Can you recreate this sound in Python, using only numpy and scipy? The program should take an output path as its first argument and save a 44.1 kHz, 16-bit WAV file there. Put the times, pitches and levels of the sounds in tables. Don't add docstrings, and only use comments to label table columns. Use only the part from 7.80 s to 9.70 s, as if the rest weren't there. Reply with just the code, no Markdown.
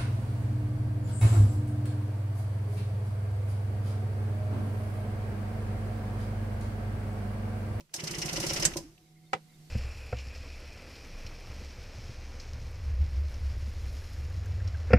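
import sys
import numpy as np
from scipy.fft import rfft, irfft, next_fast_len
from scipy.io import wavfile
from scipy.ndimage import map_coordinates

SR = 44100
rng = np.random.default_rng(int(sys.argv[2]) if len(sys.argv) > 2 else 0)


def digitize_waveform(pressure):
    field = np.atleast_2d(pressure).T
    bounded = np.clip(field, -1, 1)
    quanta = np.round(bounded * 32767).astype(np.int16)
    wavfile.write(sys.argv[1], SR, quanta)


N = 83790
T = np.arange(N) / SR

# start and length in seconds, first, middle and last pitch in Hz, level in dB.
CHIRPS = [(1.285, .05, 5600, 5300, 4800, -76), (1.46, .026, 3400, 3750, 3450, -70),
          (1.58, .035, 5500, 5200, 4900, -76), (1.692, .025, 3850, 3950, 4150, -70),
          (1.735, .026, 3400, 3750, 3450, -70), (1.805, .02, 5700, 5500, 5400, -72),
          (1.842, .035, 5400, 5600, 5300, -72)]
# time in seconds, level in dB.
HUSH_LEVELS = [(0, -63.5), (.1, -72), (1.1, -65), (1.4, -66), (1.9, -60.5)]
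PUMP_LEVELS = [(0, -70), (.05, -77), (.14, -70), (.9, -58), (1.1, -62.5), (1.22, -66), (1.35, -61.5),
               (1.42, -61), (1.55, -55), (1.7, -63), (1.8, -55), (1.9, -55.5)]
# pitch and its wander in Hz, level in dB, start and end in seconds.
WHINES = [(330, 8, -74, 1.05, 2), (735, 8, -79, 1.1, 2), (2100, 110, -79, 1.2, 2),
          (3900, 50, -83, 1.1, 1.35), (4450, 140, -80, 1.4, 2)]
# start in seconds, level in dB, treble level in dB, pitch in Hz.
TICKS = [(.006, -58, -53, 2670), (.092, -68, -81, 1870), (0.135, -55, -51, 3000), (.915, -45, -58.5, 1920),
         (.935, -41.5, -45.5, 2490), (1.033, -66, -77, 2580), (1.177, -61.5, -78.5, 2700)]
# time in seconds, then rumble, buzz and jingle levels in dB.
SHAKE_LEVELS = [(0.0, -88, -103.5, -108), (0.188, -77, -50.5, -54.5), (0.26, -65, -45.5, -50.5),
                (0.314, -52, -44.5, -48), (0.386, -51, -44, -47.5), (0.466, -52.5, -43, -46.5),
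                (0.676, -47, -42, -41.5), (0.77, -48.5, -41, -42), (0.854, -43.5, -38.5, -43.5),
                (0.958, -46.5, -52, -53), (1.064, -57, -62.5, -67), (1.3, -78.5, -91, -80)]
# start in seconds, level in dB, boost of the upper tones in dB.
KNOCKS = [(0.003, -54.5, 7.5), (0.144, -47, 0), (0.199, -54, 7), (0.235, -43, 5), (0.306, -37.5, -20),
          (0.329, -51, -4), (0.373, -38.5, -15), (0.441, -36, -36), (0.462, -38.5, -1), (0.492, -45, 7.5),
          (0.537, -38.5, 5), (0.577, -29.5, 2), (0.602, -39, -2), (0.636, -28, 0.5), (0.667, -48, 10),
          (0.706, -34, 6.5), (0.759, -37, 4), (0.828, -28.5, 0.5), (0.849, -37, 4), (0.884, -37, -8),
          (0.958, -27, -3.5), (0.983, -34.5, -1.5), (1.004, -43.5, 0)]
# start in seconds, level in dB.
THUDS = [(0.007, -55), (0.145, -52), (0.181, -46), (0.232, -34.5), (0.304, -35), (0.38, -32), (0.452, -33),
         (0.525, -32), (0.595, -32.5), (0.663, -33.5), (0.724, -33.5), (0.791, -33), (0.857, -29.5),
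         (0.966, -38), (0.999, -48), (1.544, -41)]
PULLS = [(0.1386, -24.5), (0.16, -30.5), (0.2374, -28), (0.3082, -28), (0.3834, -26), (0.4564, -27),
         (0.5292, -25.5), (0.6, -23.5), (0.6645, -23), (0.7322, -23), (0.797, -24.5), (0.9678, -24)]
# start in seconds, level in dB, seconds before it fades.
DROPS = [(0.196, -32, .012), (0.27, -26.5, 0.012), (0.345, -30.5, 0.0095), (0.415, -26.5, 0.015),
         (0.486, -28.5, 0.013), (0.558, -25, 0.017), (.628, -28.5, 0.014), (0.692, -25, 0.017),
         (0.76, -25.5, 0.017), (0.823, -20.5, 0.0096)]
RATTLES = [(.182, -44.5, 0.019), (.27, -40.5, 0.011), (.333, -42, 0.015), (.415, -38.5, 0.006),
           (.478, -40, 0.02), (.556, -38, 0.015), (.622, -38, 0.017), (.69, -38, 0.015),
           (.757, -37.5, 0.011), (.82, -34, 0.0084)]

# pitch in Hz, level in dB, seconds to fade by 60 dB.
BODY_TONES = [(169.2, 5.5, 0.1), (127, -13.5, 0.09), (214.4, -6.5, 0.16)]
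DASH_TONES = [(339, 0, 0.11), (547, -1, 0.061), (424, -4.5, 0.023), (747, -6, 0.033), (993, -10, 0.071)]
RELAY_TONES = [(321, -17, 0.11), (434, -12, 0.096), (516, -10, 0.1), (761.6, -0.5, 0.057),
               (1003, -7.5, 0.067), (1258, 0.5, 0.041), (1643, -12, 0.036), (2025, -11.5, 0.066),
               (2325, 0.5, 0.025), (2616, -12, 0.049), (3020, -19.5, 0.056)]
# centre in Hz, width in Hz, level in dB.
CASING_PEAKS = [(4180, 160, -19), (4914, 59, 2), (5290, 47, -2), (5615, 53, -8.5), (6270, 53, -8),
                (7370, 58, 1.5), (8750, 150, -8.5), (10700, 35, -9.5)]
BRACKET_PEAKS = [(930, 570, -8.5), (1380, 130, 0), (1995, 280, 2.5), (2954, 320, 3)]
KEY_PEAKS = [(4930, 140, -4), (6270, 63, -4), (6500, 70, -2.5), (7100, 80, -2.5), (8030, 140, -0.5),
             (9050, 110, -4)]
# frequency in Hz, relative level in dB.
HUSH_COLOUR = [(20, -3), (60, -14.5), (190, -3.5), (280, -12.5), (400, -13.5), (600, -20.5), (1160, -23.5),
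               (2150, -23.5), (4500, -21.5), (7000, -24.5), (13800, -29.5), (15500, -50)]
BUZZ_COLOUR = [(53, -35.5), (90, -14), (151, -2), (255, -10), (357, 0), (471, -9.5), (1200, -15),
               (2870, -15), (3500, -22), (4550, -56), (7700, -120)]
RELAY_COLOUR = [(180, -16.5), (300, -14), (807, -4.5), (1840, -12.5), (2400, -11), (9130, -32.5),
                (14700, -73), (15500, -69)]
KEY_COLOUR = [(530, -54.5), (900, -31.5), (1750, -4.5), (2020, -11), (3180, -9.5), (5760, -2.5),
              (7230, 1.5), (9500, -12), (13600, -23), (14800, -25), (15500, -66)]
PULL_COLOUR = [(410, -33), (700, -2.5), (1050, -17.5), (3440, -10), (5780, 0.5), (7590, -8.5), (8530, -9),
               (13600, -18.5), (14500, -33.5), (15500, -61)]
DROP_COLOUR = [(1470, -42), (2500, -14.5), (4640, -5.5), (5920, 1), (6240, -8), (13800, -28.5),
               (14800, -44), (15500, -76.5)]
# frequency in Hz, likeness (1 is the same, 0 is unrelated).
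LIKENESS = [(60, 0.98), (180, 0.75), (550, 0.65), (1650, -0.069), (4970, 0.12), (15000, -0.14)]
# frequency in Hz, left minus right in dB.
KEY_BALANCE = [(1000, -3), (6000, 2.5), (8000, -5.5), (14000, -2.5)]
OVERALL_BALANCE = [(60, 0.5), (150, -3), (380, -1), (950, -1.5), (2380, -2.5), (5500, 1), (7500, -6),
                   (9000, -6), (15000, -10)]

KEY_TURN_S, KEY_SCRAPE_S, KEY_SNAP_S = .1395, .844, .8511
RELAY_S, RELAY_DB = 1.5315, -22
PUMP_HZ, PUMP_WANDER_HZ = 155.2, 9.1
CREST_DB = 7
TOP_HZ = 15600


def amp(db):
    return 10 ** (np.asarray(db) / 20)


def wobble(rate):
    return map_coordinates(rng.standard_normal(int(N * rate / SR) + 4), [T * rate])


def along(points, hz):
    freqs, values = np.transpose(points)
    return np.interp(np.log(hz + 1), np.log(freqs + 1), values)


def curves(rows):
    times, *columns = np.transpose(rows)
    return [np.interp(T, times, column) for column in columns]


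def filtered(x, response):
    size = next_fast_len(N + SR // 2)
    return irfft(rfft(x, size) * response(np.fft.rfftfreq(size, 1 / SR)), size)[..., :N]


def peaks(table):
    return lambda hz: sum((-1) ** k * amp(db) * 1j * hz * width / (centre**2 - hz**2 + 1j * hz * width)
                          for k, (centre, width, db) in enumerate(table))


def ringing(colour, resonances, strength):
    return lambda hz: amp(along(colour, hz)) * (1 + strength * peaks(resonances)(hz))


def balance(table, hz):
    return amp(along(table, hz) * np.array([[.5], [-.5]]))


def noise(colour, envelope=1):
    def mid_and_side(hz):
        angle = np.arccos(np.clip(along(LIKENESS, hz), -1, 1)) / 2
        return colour(hz) / average_gain * [np.cos(angle), np.sin(angle)]

    average_gain = np.sqrt(np.mean(np.abs(colour(np.linspace(1, SR / 2, 4000))) ** 2))
    mid, side = filtered(envelope * rng.standard_normal((2, N)), mid_and_side)
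    return np.array([mid + side, mid - side])


def bursts(rows, rise, t60, colour, tail_db, tail_t60=.3, grit_db=0):
    power, tail = np.zeros((2, N))
    for start, db, hold in rows:
        age = np.clip(T - start, 0, None)
        attack = amp(2 * db) * (1 - np.exp(-age / rise)) ** 2
        power += attack * amp(-120 * np.clip(age - hold, 0, None) / t60)
        tail += attack * amp(2 * tail_db - 120 * age / tail_t60)
    grit = amp(grit_db * wobble(400)) ** 2
    return noise(colour, np.sqrt(power * grit / grit.mean() + tail))


def rings(rows, tones, rise, wide, rough, sag=0, climb=.015):
    out = np.zeros((2, N + SR))
    age = np.arange(SR // 3) / SR
    bent_time = age - sag * climb * (1 - np.exp(-age / climb))
    attack = (1 - np.exp(-age / rise)) ** 2
    chance = rng.standard_normal((len(rows), len(tones), 3))
    drift = [rough * np.pad(wobble(90), (0, SR)) for _ in tones]
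    for (start, db, upper_db), draws in zip(rows, chance):
        span = slice(round(start * SR), round(start * SR) + len(age))
        for k, ((hz, level, t60), (scatter, detune, side)) in enumerate(zip(tones, draws)):
            boost_db = (k > 0) * (upper_db + 1.5 * scatter)
            envelope = amp(db + level + boost_db - 60 * age / t60) * attack
            stereo_shift = wide * side * np.sqrt(hz / 300) * np.array([[1], [-1]])
            phase = 2 * np.pi * hz * (1 + .013 * detune) * bent_time + stereo_shift
            out[:, span] += envelope * np.sin(phase + drift[k][span] - drift[k][span][0])
    return out[:, :N]


def wavering_tone(hz, wander_hz):
    return np.sqrt(2) * np.sin(2 * np.pi * np.cumsum(hz + wander_hz * wobble(400)) / SR)


def birds():
    out = np.zeros(N)
    for start, length, first, middle, last, db in CHIRPS:
        u = np.clip((T - start) / length, 0, 1)
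        glide_hz = first * (1 - u) * (1 - 2 * u) + 4 * middle * u * (1 - u) + last * u * (2 * u - 1)
        envelope = amp(db + 2.5 * wobble(150)) * np.sqrt(np.sin(np.pi * u).clip(0))
        trilled_hz = glide_hz * (1 + .008 * wobble(300))
        out += envelope * np.sin(2 * np.pi * np.cumsum(trilled_hz) / SR)
    return out


def pump_and_air():
    hum = amp(curves(PUMP_LEVELS)[0] + 1.2 * wobble(12.77)) * wavering_tone(PUMP_HZ, PUMP_WANDER_HZ)
    whine = np.zeros(N)
    for hz, wander_hz, db, start, end in WHINES:
        fade = np.clip(np.minimum(T - start, end - T) / .06, 0, 1)
        whine += amp(db + 4 * wobble(40.1)) * wavering_tone(hz, wander_hz) * fade
    hush = amp(curves(HUSH_LEVELS)[0]) * noise(lambda hz: amp(along(HUSH_COLOUR, hz)))
    return hum + whine + hush


def small_ticks():
    low = sum(bursts([(start, db, .005)], .001, .03, lambda hz: peaks([(pitch, 1700, 0)])(hz) ** 2,
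                     tail_db=-30, tail_t60=.17) for start, db, _, pitch in TICKS)
    high = bursts([(start, db, .002) for start, _, db, _ in TICKS], .00065, .029,
                  peaks([(5640, 1200, 0)]), tail_db=-22.5, tail_t60=.17)
    return low + high


def shaking():
    rumble_db, buzz_db, jingle_db = curves(SHAKE_LEVELS)
    rumble = amp(rumble_db) * noise(peaks([(42, 23, 0)]))
    buzz = amp(buzz_db) * noise(lambda hz: amp(along(BUZZ_COLOUR, hz)))
    jingle_colour = lambda hz: amp(along(PULL_COLOUR, hz) + .5 * np.log2(hz / 5000 + .01))
    jingle = amp(jingle_db + 1.8 * wobble(300)) * noise(jingle_colour)
    return (T < SHAKE_LEVELS[-1][0]) * (rumble + buzz + jingle)


def body_and_dashboard():
    thuds = rings([(start, db, 0) for start, db in THUDS], BODY_TONES,
                  rise=.0026, wide=.15, rough=.3, sag=.28, climb=.011)
    moan = rings([(1.03, -40, 0)], [(350, 0, .24)], rise=.008, wide=.2, rough=.3, sag=.2, climb=.05)
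    knocks = rings(KNOCKS, DASH_TONES, rise=.00095, wide=.3, rough=.35)
    return thuds + moan + knocks


def relay():
    colour = lambda hz: amp(along(RELAY_COLOUR, hz)) * hz**2 / (200**2 + hz**2)
    crack = bursts([(RELAY_S, RELAY_DB - 2.5, .004)], .00024, .045, colour,
                   tail_db=-10.5, tail_t60=.12, grit_db=4)
    box = rings([(RELAY_S + .000952, RELAY_DB + 1, 0)], RELAY_TONES, rise=.00051, wide=.22, rough=1.33)
    return crack + box


def key():
    moves = [(KEY_TURN_S, -35, .003), (KEY_SCRAPE_S, -34, .003), (KEY_SNAP_S, -16.5, .002)]
    clicks = bursts(moves, .00031, .064, ringing(KEY_COLOUR, KEY_PEAKS, 1.1),
                    tail_db=-11.5, tail_t60=.11, grit_db=-.5)
    ping = bursts([(KEY_SNAP_S, -30, .002)], .00057, .013, peaks([(1840, 230, 0)]),
                  tail_db=-26.5, tail_t60=.089)
    return filtered(clicks + ping, lambda hz: balance(KEY_BALANCE, hz))


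def solenoid():
    pulls = bursts([(start, db - CREST_DB, .004) for start, db in PULLS], .0017, .074,
                   ringing(PULL_COLOUR, CASING_PEAKS, 1.7), tail_db=-16.5, grit_db=.5)
    drops = bursts([(start, db - CREST_DB, hold) for start, db, hold in DROPS], .0014, .032,
                   ringing(DROP_COLOUR, CASING_PEAKS, 2.3), tail_db=-26.5)
    bright_contact = bursts([(start, db - CREST_DB - 9, .002) for start, db in PULLS], .00048, .028,
                            lambda hz: peaks([(8700, 4500, 0)])(hz) ** 2, tail_db=-13, tail_t60=.16)
    bracket = bursts(RATTLES, .004, .13, peaks(BRACKET_PEAKS), tail_db=-2, tail_t60=.22, grit_db=1)
    return pulls + drops + bright_contact + bracket


def scene():
    failed_start = solenoid() + shaking() + body_and_dashboard() + key() + small_ticks() + relay()
    return failed_start + pump_and_air() + birds()


def record(dry):
    return filtered(dry, lambda hz: balance(OVERALL_BALANCE, hz) * (hz < TOP_HZ))


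dry = scene()
out = record(dry)
digitize_waveform(out)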